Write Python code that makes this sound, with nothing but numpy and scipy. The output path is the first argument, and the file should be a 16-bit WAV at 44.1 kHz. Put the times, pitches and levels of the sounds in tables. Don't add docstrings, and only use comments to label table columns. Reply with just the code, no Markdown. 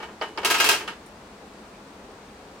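import sys
import numpy as np
from scipy import signal
from scipy.fft import rfft, irfft
from scipy.io import wavfile
from scipy.ndimage import uniform_filter1d

SR = 44100
rng = np.random.default_rng(int(sys.argv[2]) if len(sys.argv) > 2 else 0)


def wav_record(signal):
    frames = np.transpose(np.atleast_2d(signal))
    bounded = np.clip(frames, -1, 1)
    quanta = np.round(bounded * 32767).astype(np.int16)
    wavfile.write(sys.argv[1], SR, quanta)


N = 114660

# start in seconds, level in dB, then bass,
# treble and clink offsets in dB, decay time as a share of a free blow's.
KNOCK_HITS = [(0.001, -11.5, 2.5, 2.5, -16, 1), (0.0265, -8, 0, 3.5, -15, 0.74),
              (0.083, -18.5, 7, -14, -15, 1), (0.2125, -3.5, 2, -8, 10.5, 0.35),
              (0.219, -1.5, -0.5, 3, -14, 0.79), (0.282, -31, 21, 24, -22, 0.47),
              (0.362, -28.5, 22.5, 1, -22, 0.23), (0.375, -3.5, 5.5, 1.5, 13.5, 0.76),
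              (0.383, -14, -10, 13, 6, 0.3), (0.415, -20, -5, 15, -6, 0.71),
              (0.431, -4.5, -1.5, 2, 6, 0.88), (0.806, -8, 1, 4, -13, 1), (0.877, -1, -11.5, 5, -21, 0.71)]
CLATTER_HITS = [(0.448, -0.5, -1, 1, -14, 0.9), (0.501, -4, -3, -1, -17, 0.47),
                (0.5096, -1, -3, 0, -16, 0.89), (0.543, 0.5, -6.5, -6, -6, 1),
                (0.584, -8, -11, -1.5, -7, 0.92), (0.6004, 4.5, -5, -3.5, -26, 1),
                (0.6424, 0, -8.5, -1.5, -23, 0.75), (0.660, -6, 0, 2.5, -17, 0.91),
                (0.689, 3, -4, 1, -24, 0.81), (0.711, -4.5, -2, -1, -20, 0.69),
                (0.733, -6.5, -2, -2.5, -12, 0.93)]
# frequency in Hz, relative level in dB.
KNOCK_EQ = [(88, -25), (150, -39.5), (376, -1), (566, -6.5), (923, -0.5), (1120, -6), (1600, -6),
            (2020, -11.5), (3040, -12.5), (3490, -17), (5250, -25), (16000, -47)]
CLATTER_EQ = [(71, -42), (120, -9.5), (188, -46), (251, -13), (418, -1), (513, -9), (892, -5), (1120, -4.5),
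              (1260, -5), (2020, -7.5), (2750, -1.5), (3450, -9), (4590, -8), (16000, -23)]
# frequency in Hz, relative level in dB.
KNOCK_PARTIALS = [(425.3, -46), (893.6, -41.5), (1238, -42), (1615, -50), (1836, -43.5), (2261, -44.5),
                  (2719, -46.5), (2961, -45), (3138, -48.5), (5141, -59)]
CLATTER_PARTIALS = [(381, -10), (427, -7), (690, -7), (911, -3), (980, -5), (1276, 0), (1367, -6),
                    (1615, 0), (2164, -5), (2518, -6), (2641, -4), (2817, -2), (3203, -4), (3256, -6),
                    (3927, -8), (5112, -8), (5410, -11), (5874, -12), (6519, -9), (7430, -12), (7690, -14),
                    (8068, -14), (9580, -16), (10009, -13)]
# start and length in seconds, level in dB, pitch and width in Hz.
ROCKING_RUBS = [(1.722, 0.064, -59, 2370, 130), (1.986, 0.054, -48.5, 420, 120),
                (2.066, 0.11, -47, 434, 59.7), (2.483, 0.13, -50.5, 425, 90)]
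# frequency in Hz, seconds to fall by 60 dB.
ROOM_T60 = [(200, 0.71), (600, 0.29), (1700, 0.36), (4500, 0.35), (9000, 0.35), (15000, 0.21)]
# frequency in Hz, relative level in dB.
AIR_EQ = [(12, -47), (20, -52), (34, -11), (55, -3), (90, -12), (126, -13.5), (145, -10.5), (171, -9.5),
          (202, -1), (260, -10), (283, -4), (344, -10), (430, -5.5), (537, -9), (888, -10.5), (1080, -11.5),
          (1280, -13.5), (2110, -19.5), (2420, -19.5), (3110, -23), (4600, -24.5), (5150, -26.5),
          (8740, -31), (10600, -39), (15700, -44)]
# frequency in Hz, left-right correlation (1 is mono).
BLOW_CORRELATION = [(200, 1), (700, 0.99), (1300, 0.67), (2800, 0.34), (5500, 0.053), (14000, 0.059)]
AIR_CORRELATION = [(60, .999), (350, 0.98), (700, 0.86), (1400, 0.22), (2800, 0.12), (6000, 0.05),
                   (14000, 0.085)]
# frequency in Hz, left minus right in dB.
BLOW_PAN = [(300, -0.2), (700, 0), (1400, 0.5), (2800, 0), (6000, -1.1), (14000, -0.5)]
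AIR_PAN = [(60, 0.0), (240, 0), (950, 3.5), (3770, 1), (15000, 0)]

BASS_HZ, MID_HZ, TREBLE_HZ = 352, 1720, 8440
RING_DB, CLINK_DB = -3, -24.5
RING_T60_S, RING_SLOPE, RING_RISE_S = 0.22, 0.05, 0.0028
EARLY_DB, EARLY_T60_S = -1, 0.34
SAME_ROOM_SHARE = 0.28


def blows(hits, eq, partials):
    hz, out = np.fft.rfftfreq(2048, 1 / SR), np.zeros((2, N))
    body = unit_rms(amp(curve(eq, hz)))
    common = reflections()
    for start, db, bass_db, treble_db, clink_db, decay in hits:
        echoes = np.sqrt(SAME_ROOM_SHARE) * common + np.sqrt(1 - SAME_ROOM_SHARE) * reflections()
        crack = coloured(room_click(echoes, decay), body)
        ring = amp(RING_DB) * metal_ring(partials, decay)
        hardness_db = curve([(BASS_HZ, bass_db), (MID_HZ, 0), (TREBLE_HZ, treble_db)], hz)
        add(out, start, coloured(crack + ring, amp(db + hardness_db)))
        add(out, start, amp(db + CLINK_DB + clink_db) * clink(centre_hz=4770, width_hz=380, decay=0.1))
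    return out


def metal_ring(partials, decay, size=22050):
    t, out = np.arange(size) / SR, np.zeros((2, size))
    for hz, db in partials:
        stereo_angle = np.arccos(curve(BLOW_CORRELATION, hz)) * rng.choice([-1, 1])
        phase = 2 * np.pi * rng.random() + np.array([[0], [stereo_angle]])
        t60 = decay * RING_T60_S * (hz / 1000) ** -RING_SLOPE
        struck_db = db + rng.standard_normal()
        out += amp(struck_db - 60 * t / t60) * np.sin(2 * np.pi * hz * t + phase)
    attack = np.tanh(t / RING_RISE_S) ** 2
    return unit_rms(out * attack) / np.sqrt(size)


def clink(centre_hz, width_hz, decay):
    tone = unit_rms(resonance(np.fft.rfftfreq(2048, 1 / SR), centre_hz, width_hz))
    return coloured(room_click(reflections(), decay), tone)


def snaps():
    out = np.zeros((2, N))
    for start, db, _, treble_db, _, _ in CLATTER_HITS:
        snap_db = db - 2.5 + 1.6 * treble_db
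        add(out, start, amp(snap_db) * clink(centre_hz=11800, width_hz=3100, decay=0.27))
    return out


def ping(start_s=0.213, hz=2962, t60_s=0.36, db=-37):
    t = np.maximum(np.arange(N) / SR - start_s, 0)
    envelope = np.tanh(t / RING_RISE_S) * amp(db - 60 * t / t60_s)
    return envelope * np.sin(2 * np.pi * hz * t)


def rocking(tick_s=1.0615, tick_db=-27):
    t, out = np.arange(N) / SR, np.zeros((2, N))
    add(out, tick_s, amp(tick_db) * clink(centre_hz=9400, width_hz=2300, decay=0.32))
    for start, length, db, hz, width in ROCKING_RUBS:
        swell = np.sin(np.pi * np.clip((t - start) / length, 0, 1))
        out += amp(db) * swell * narrow_noise(hz, width)
    return out


def reflections(size=22050, scatter_db=2.5, slaps=6, slap_span_s=0.015):
    echoes = rng.choice([-1., 1.], (2, size)) * amp(scatter_db * rng.standard_normal((2, size)))
    echoes = unit_rms(echoes * (rng.random((2, size)) < 1 / 5))
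    for side in echoes:
        arrivals = (rng.random(slaps) * slap_span_s * SR).astype(int)
        side[arrivals] += rng.choice([-1, 1], slaps) * amp(-17) * np.sqrt(SR * slap_span_s)
    return echoes


def room_click(echoes, decay):
    size = echoes.shape[1]
    hz, t, spectra = signal.stft(echoes, SR, nperseg=256)
    t = t / decay
    late = amp(-60 * t / curve(ROOM_T60, hz)[:, None])
    early = amp(EARLY_DB - 60 * t / EARLY_T60_S)
    spectra = stereo(spectra * np.hypot(late, early), curve(BLOW_CORRELATION, hz)[:, None])
    tail = signal.istft(spectra, SR)[1][:, :size]
    return unit_rms(tail) / np.sqrt(size)


def air(drift_db=0.3):
    hz, _, spectra = signal.stft(rng.standard_normal((2, N)), SR, nperseg=2048, noverlap=1536)
    patches = uniform_filter1d(rng.standard_normal(spectra.shape[1:]), size=12, axis=0)
    patches = unit_rms(uniform_filter1d(patches, size=8, axis=1))
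    colour = amp(curve(AIR_EQ, hz)[:, None] + drift_db * patches)
    spectra = stereo(spectra, curve(AIR_CORRELATION, hz)[:, None]) * colour
    return unit_rms(signal.istft(spectra, SR, noverlap=1536)[1][:, :N])


def narrow_noise(centre_hz, width_hz):
    band = resonance(np.fft.rfftfreq(N, 1 / SR), centre_hz, width_hz)
    return unit_rms(irfft(rfft(rng.standard_normal(N)) * band, N))


def resonance(hz, centre_hz, width_hz):
    return 1 / (1 + ((hz - centre_hz) / width_hz) ** 2)


def coloured(x, gain):
    log_gain = np.log(np.maximum(np.r_[gain, gain[-2:0:-1]], 1e-5))
    taps = np.fft.ifft(np.exp(np.conj(signal.hilbert(log_gain)))).real
    return signal.fftconvolve(x, taps[None, :len(gain)], axes=1)[:, :x.shape[1]]


def stereo(spectra, correlation):
    mid = spectra[0] * np.sqrt((1 + correlation) / 2)
    side = spectra[1] * np.sqrt((1 - correlation) / 2)
    return np.array([mid + side, mid - side])


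def panned(x, pan):
    lean_db = curve(pan, np.fft.rfftfreq(N, 1 / SR))
    return irfft(rfft(x) * amp(np.array([lean_db, -lean_db]) / 2), N)


def amp(db):
    return 10 ** (np.asarray(db) / 20)


def unit_rms(x):
    return x / np.sqrt(np.mean(x ** 2) + 1e-20)


def curve(points, hz):
    point_hz, value = np.transpose(points)
    return np.interp(np.log(hz + 1), np.log(point_hz + 1), value)


def add(mix, start_s, sound):
    part = mix[:, round(start_s * SR):][:, :sound.shape[1]]
    part += sound[:, :part.shape[1]]


def scene():
    knocks = amp(2) * blows(KNOCK_HITS, KNOCK_EQ, KNOCK_PARTIALS)
    clatter = amp(11) * blows(CLATTER_HITS, CLATTER_EQ, CLATTER_PARTIALS)
    rush = amp(-45.5) * air()
    hum = amp(-62.5) * narrow_noise(centre_hz=212.3, width_hz=3.3)
    metal = knocks + ping() + clatter + snaps()
    return panned(metal, BLOW_PAN) + rocking() + panned(rush + hum, AIR_PAN)


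def record(dry):
    high_cut = signal.firwin(511, 16050, window=("kaiser", 9), fs=SR)
    return signal.oaconvolve(dry, high_cut[None], "same")


dry = scene()
out = record(dry)
wav_record(out)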